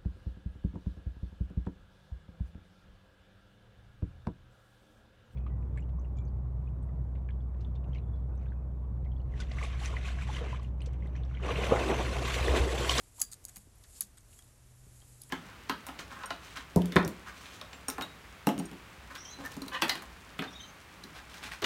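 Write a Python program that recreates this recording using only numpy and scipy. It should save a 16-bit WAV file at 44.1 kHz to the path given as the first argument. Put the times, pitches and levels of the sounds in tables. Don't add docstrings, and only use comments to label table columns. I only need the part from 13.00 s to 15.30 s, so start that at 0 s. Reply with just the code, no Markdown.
import sys
import numpy as np
from scipy import signal
from scipy.fft import rfft, irfft
from scipy.io import wavfile
from scipy.ndimage import uniform_filter1d

SR = 44100
rng = np.random.default_rng(int(sys.argv[2]) if len(sys.argv) > 2 else 0)


def gain_from_decibels(decibels):
    exponent = np.asarray(decibels, float) / 20
    return 10 ** exponent


def output_pcm(signal):
    pcm = np.clip(np.atleast_2d(signal).T, -1, 1) * 32767
    wavfile.write(sys.argv[1], SR, np.round(pcm).astype(np.int16))


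N = 101429

# t/s, peak level/dB, contact/ms, upper against lower tones/dB
HOOK_HANGER_KNOCKS = [(.1953, -35, 1.6, -10), (.2013, -27, .4, 0), (.203, -36, 1.5, -3),
                      (.2066, -33, 1.2, 8), (.2095, -39, 2, 0), (.2148, -15, 1, 5), (.2165, -14, 1.2, -6),
                      (.2186, -21, .9, -14), (.2208, -30, 1.2, -8), (.2255, -27, .4, 10),
                      (.2285, -35, 1, -8), (.238, -37, 1.2, -10), (.25, -44, 1.2, -10),
                      (1.0175, -39, 1.5, -6), (1.0195, -30, 1.6, -14)]
# t/s, peak level/dB, contact/ms, upper against lower tones/dB
RATTLES = [(.3151, -41, .4, -3), (.316, -44, .4, -3), (.3168, -41, .3, -5), (.3187, -37, .2, -3),
           (.3206, -46, .4, -5), (.3218, -44, .3, -6), (.3236, -42, .6, 0), (.325, -33, .3, -7),
           (.3279, -41, .2, -3), (.329, -46, .5, -4), (.331, -35, .15, -5), (.3325, -39, .3, -3),
           (.3332, -31, .15, -6), (.3345, -43, .6, -6), (.3414, -35, .4, -8), (.3437, -45, .6, -8),
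           (.442, -41, .15, -3), (.4516, -24, .1, -2), (.4524, -39, 1.4, 0), (.4828, -44, .6, -6),
           (.484, -38, .5, -4), (.4892, -38, .25, -2), (.4935, -37, .6, -4), (.4955, -42, 1.5, -2),
           (.559, -34, .8, -3), (.5605, -40, .6, -3), (.5645, -42, .6, 0), (.5665, -43, .5, 0),
           (.5685, -34, .7, 5), (.575, -45, 2.5, 0), (.581, -45, 2.5, 2), (.033, -53, 2.5, -6),
           (.1815, -47, 1.5, 0), (.755, -54, 1.2, 2), (.783, -54, 2.2, 4), (1.171, -50, 3.5, -6),
           (1.176, -50, 1.5, -4), (1.1825, -44, 1.2, -6), (1.205, -54, 3.5, -6), (1.3888, -43, .8, -5),
           (1.3908, -44, 1.2, -3), (1.4235, -52, 1, 0), (1.33, -54, 1.5, -3), (.8365, -50, 3, -2),
           (2.292, -48, 2.5, 5)]
# t/s, peak level/dB, contact/ms, upper against lower tones/dB
CLACKS = [
    (1.0069, -17, .7, 10),
    (1.0086, -17, .5, 5),
    (1.0105, -26, .9, 6),
    (1.013, -37, 2.5, 3),
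    (1.0222, -36, .6, 6),
    (1.026, -42, 4, 4),
    (1.034, -43, 4, 4),
    (2.2172, -35, .3, 3),
    (2.219, -31, .15, 3),
    (2.235, -41, .9, 3),
]
# t/s, peak level/dB, contact/ms, f/Hz
BUMPS = [(.176, -54, 12, 1000), (.205, -49, 12, 950), (.19, -50, 12, 4000), (.213, -50, 6, 1000),
         (.216, -42, 6, 3100), (.228, -52, 9, 1300), (.198, -49, 14, 4200), (.224, -52, 14, 3200),
         (.32, -57, 14, 3000), (.835, -50, 9, 4300), (.84, -57, 9, 1600), (1.329, -55, 2.5, 3000),
         (1.389, -54, 3.5, 1500), (1.4225, -53, 2, 3600), (2.0015, -53, 1.5, 5800), (2.017, -57, 3.5, 3200),
         (2.022, -59, 8, 1100), (2.212, -52, 8, 4000), (2.231, -54, 6, 4400), (1.0075, -34, 2.2, 4700),
         (1.021, -47, 8, 4500), (1.034, -53, 12, 4800), (1.013, -42, 5, 4900), (1.011, -50, 6, 1700),
         (1.008, -57, 8, 900), (1.172, -58, 9, 1500), (1.175, -54, 8, 4000), (.485, -56, 9, 1800),
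         (.559, -46, 4, 5800), (.56, -51, 9, 2200), (.562, -56, 9, 900), (.322, -54, 11, 1600),
         (.94, -55, 50, 4700), (.668, -57, 5, 300)]
# f/Hz, width/Hz, level/dB
KNOCK_LOWER = [(2600, 3000, -28), (4600, 700, -15), (6350, 400, -10), (6800, 600, 0), (7550, 600, -2)]
KNOCK_UPPER = [(9300, 700, -12), (10700, 800, 2), (11500, 800, 0), (14800, 1100, -6)]
# f/Hz, width/Hz, level/dB
RATTLE_LOWER = [(2600, 3000, -24), (5000, 1600, -9), (6900, 1000, -1), (8100, 1000, 0)]
RATTLE_UPPER = [(9600, 800, -3), (10700, 1000, 2), (11700, 900, -3), (14800, 1500, -10)]
# f/Hz, level/dB, time to fade by 60 dB/s
HOOK_TONES = [(4850, -39, .08), (6740, -27, .045), (7570, -35, .045), (6330, -45, .12), (7160, -44, .13),
              (9184, -53, .2), (14850, -41, .13), (1655, -57, .16)]
# f/Hz, level/dB, time to fade by 60 dB/s
HOOK_PAIR = [(4759, -50, .26), (4815, -51, .24)]
# t/s, level/dB, f/Hz, time to fade by 60 dB/s
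THUDS = [(.225, -56, 250, .12), (.57, -52, 200, .15), (.66, -52, 95, .1), (1.03, -55, 200, .15),
         (1.868, -43, 125, .07), (1.866, -56, 400, .04), (2.017, -54, 3200, .04), (1.389, -51, 3300, .05),
         (2.217, -55, 4900, .05), (.484, -51, 5700, .03), (.559, -48, 5700, .03), (1.008, -55, 1150, .07),
         (.2, -60, 800, .1), (.185, -57, 960, .13), (.205, -58, 1100, .1)]
# t/s, level/dB
FUR_EFFORT = [(0, -65), (.12, -68.5), (.2, -54.5), (.28, -61.5), (.4, -87), (.5, -64.5), (.62, -64.5),
              (.72, -81), (.84, -67.5), (.97, -55), (1.07, -65), (1.14, -100), (1.2, -81), (1.34, -61.5),
              (1.6, -76), (1.95, -65.5), (2.15, -62.5), (2.3, -64)]
# f/Hz, level/dB
FUR_COLOUR = [(1500, -16), (4000, -7.5), (6000, -8), (7000, 3.5), (8200, 2), (9500, -1), (11000, 1.5),
              (16000, -12.5)]
# t/s, f/Hz, level/dB
MOTOR = [
    (0, 108, -67),
    (1, 109, -74),
    (1.25, 113, -68.5),
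    (1.44, 120, -65),
    (1.85, 123, -59.5),
    (2.3, 125.5, -60.5),
]
# f/Hz, level/dB
ROOM_COLOUR = [(22, -6.5), (45, 7.5), (125, -3.5), (180, -10.5), (800, -20), (4000, -27.5), (8000, -23.5),
               (16000, -26.5)]
# f/Hz, level/dB
PORT = [(11900, 0), (12500, -5), (13300, -14), (14800, -6), (16000, -12)]


def hangers():
    out = np.zeros(N + 4096)
    for s, db, ms, bright_db in HOOK_HANGER_KNOCKS:
        add(out, s, db, body(contact(ms), bright_db, KNOCK_LOWER, KNOCK_UPPER))
    for s, db, ms, bright_db in RATTLES + CLACKS:
        add(out, s, db, body(contact(ms), bright_db, RATTLE_LOWER, RATTLE_UPPER))
    for s, db, ms, hz in BUMPS:
        add(out, s, db, band(contact(ms), hz, 0.52 * hz))
    return out[:N]


def contact(ms):
    t = np.arange(4096) / SR / (ms / 2000)
    press = t * np.exp(1 - t)
    chatter = .25 * np.minimum(t, 1) * np.exp(-t / 3)
    grit = rng.standard_normal(4096) * (press + chatter)
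    grit[np.argmin(abs(t - 1))] += 1.2
    return grit


def body(x, bright_db, lower, upper):
    low = sum(gain_from_decibels(db) * band(x, hz, width) for hz, width, db in lower)
    high = sum(gain_from_decibels(db) * band(x, hz, width) for hz, width, db in upper)
    return low + gain_from_decibels(bright_db) * high


def band(x, hz, width):
    b, a = signal.iirpeak(hz, hz / width / 1.38, fs=SR)
    return signal.lfilter(b, a, signal.lfilter(b, a, x))


def add(out, s, db, x):
    i = int(s * SR)
    out[i:i + len(x)] += x * gain_from_decibels(db) / abs(x).max()


def closet(hits):
    t = np.arange(8192) / SR
    t60_s, level_db = 0.093, -13
    wash = rng.standard_normal(8192) * gain_from_decibels(-60 * t / t60_s) * (t > .002)
    wash = wash / np.sqrt(np.sum(wash ** 2))
    return gain_from_decibels(level_db) * signal.fftconvolve(hits, wash)[:N]


def hook():
    return sum(ring(.2155, hz, db, t60, rise_s=0.00025) for hz, db, t60 in HOOK_TONES + HOOK_PAIR)


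def rail():
    return sum(ring(s, hz, db, t60, rise_s=0.0019) for s, db, hz, t60 in THUDS)


def ring(s, hz, db, t60, rise_s):
    t = np.maximum(np.arange(N) / SR - s, 0)
    return gain_from_decibels(db - 60 * t / t60) * (1 - np.exp(-t / rise_s)) * np.sin(2 * np.pi * hz * t)


def fur():
    hiss = rng.standard_normal(N)
    flicker_db = 1.3 * walk(86)
    rub = coloured(hiss * gain_from_decibels(flicker_db), FUR_COLOUR)
    return unit(rub) * gain_from_decibels(curve(FUR_EFFORT, order=1))


def motor():
    hz = curve(MOTOR, order=1) * (1 + .012 * walk(10))
    level_db = curve(MOTOR, order=2) + 1.2 * walk(12)
    return np.sqrt(2) * gain_from_decibels(level_db) * np.sin(2 * np.pi * np.cumsum(hz) / SR)


def room():
    return unit(coloured(rng.standard_normal(N), ROOM_COLOUR)) * gain_from_decibels(-59.5 + .7 * walk(9))


def coloured(x, table):
    f = np.arange(N // 2 + 1) * SR / N + 1
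    hz, db = np.array(table).T
    return irfft(rfft(x) * gain_from_decibels(np.interp(np.log(f), np.log(hz), db)), N)


def curve(table, order):
    points = np.array(table)
    return np.interp(np.arange(N) / SR, points[:, 0], points[:, order])


def walk(rate):
    k = int(SR / rate)
    return unit(uniform_filter1d(uniform_filter1d(rng.standard_normal(N), k), k))


def unit(x):
    return x / np.sqrt(np.mean(x ** 2))


def scene():
    hits = hangers()
    return (hits + closet(hits) + hook() + rail() + fur() + motor() + room())[None]


def thin_top(x):
    from_hz, limit_db, attack_db = 12450, -11.5, 9
    f, _, z = signal.stft(x, SR, nperseg=2048)
    power = uniform_filter1d(abs(z) ** 2, size=10, axis=0)
    treble = np.median(power[(f > 6000) & (f < 12000)], axis=0)
    limit = np.sqrt(treble * np.median(treble)) * gain_from_decibels(2 * limit_db)
    attack = treble > np.roll(treble, 2) * gain_from_decibels(2 * attack_db)
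    keep = (f[:, None] < from_hz) | (power > limit) | attack
    return signal.istft(z * np.maximum(keep, .03), SR, nperseg=2048)[1][:N]


def band_limit(x):
    return signal.sosfilt(signal.butter(12, 16510, fs=SR, output="sos"), x)


def record(dry):
    top_cut = signal.ellip(8, .2, 70, 16200, fs=SR, output="sos")
    cut = signal.sosfilt(top_cut, coloured(dry, PORT))
    mix = thin_top(cut[0])[None]
    return band_limit(mix)


dry = scene()
out = record(dry)
output_pcm(out)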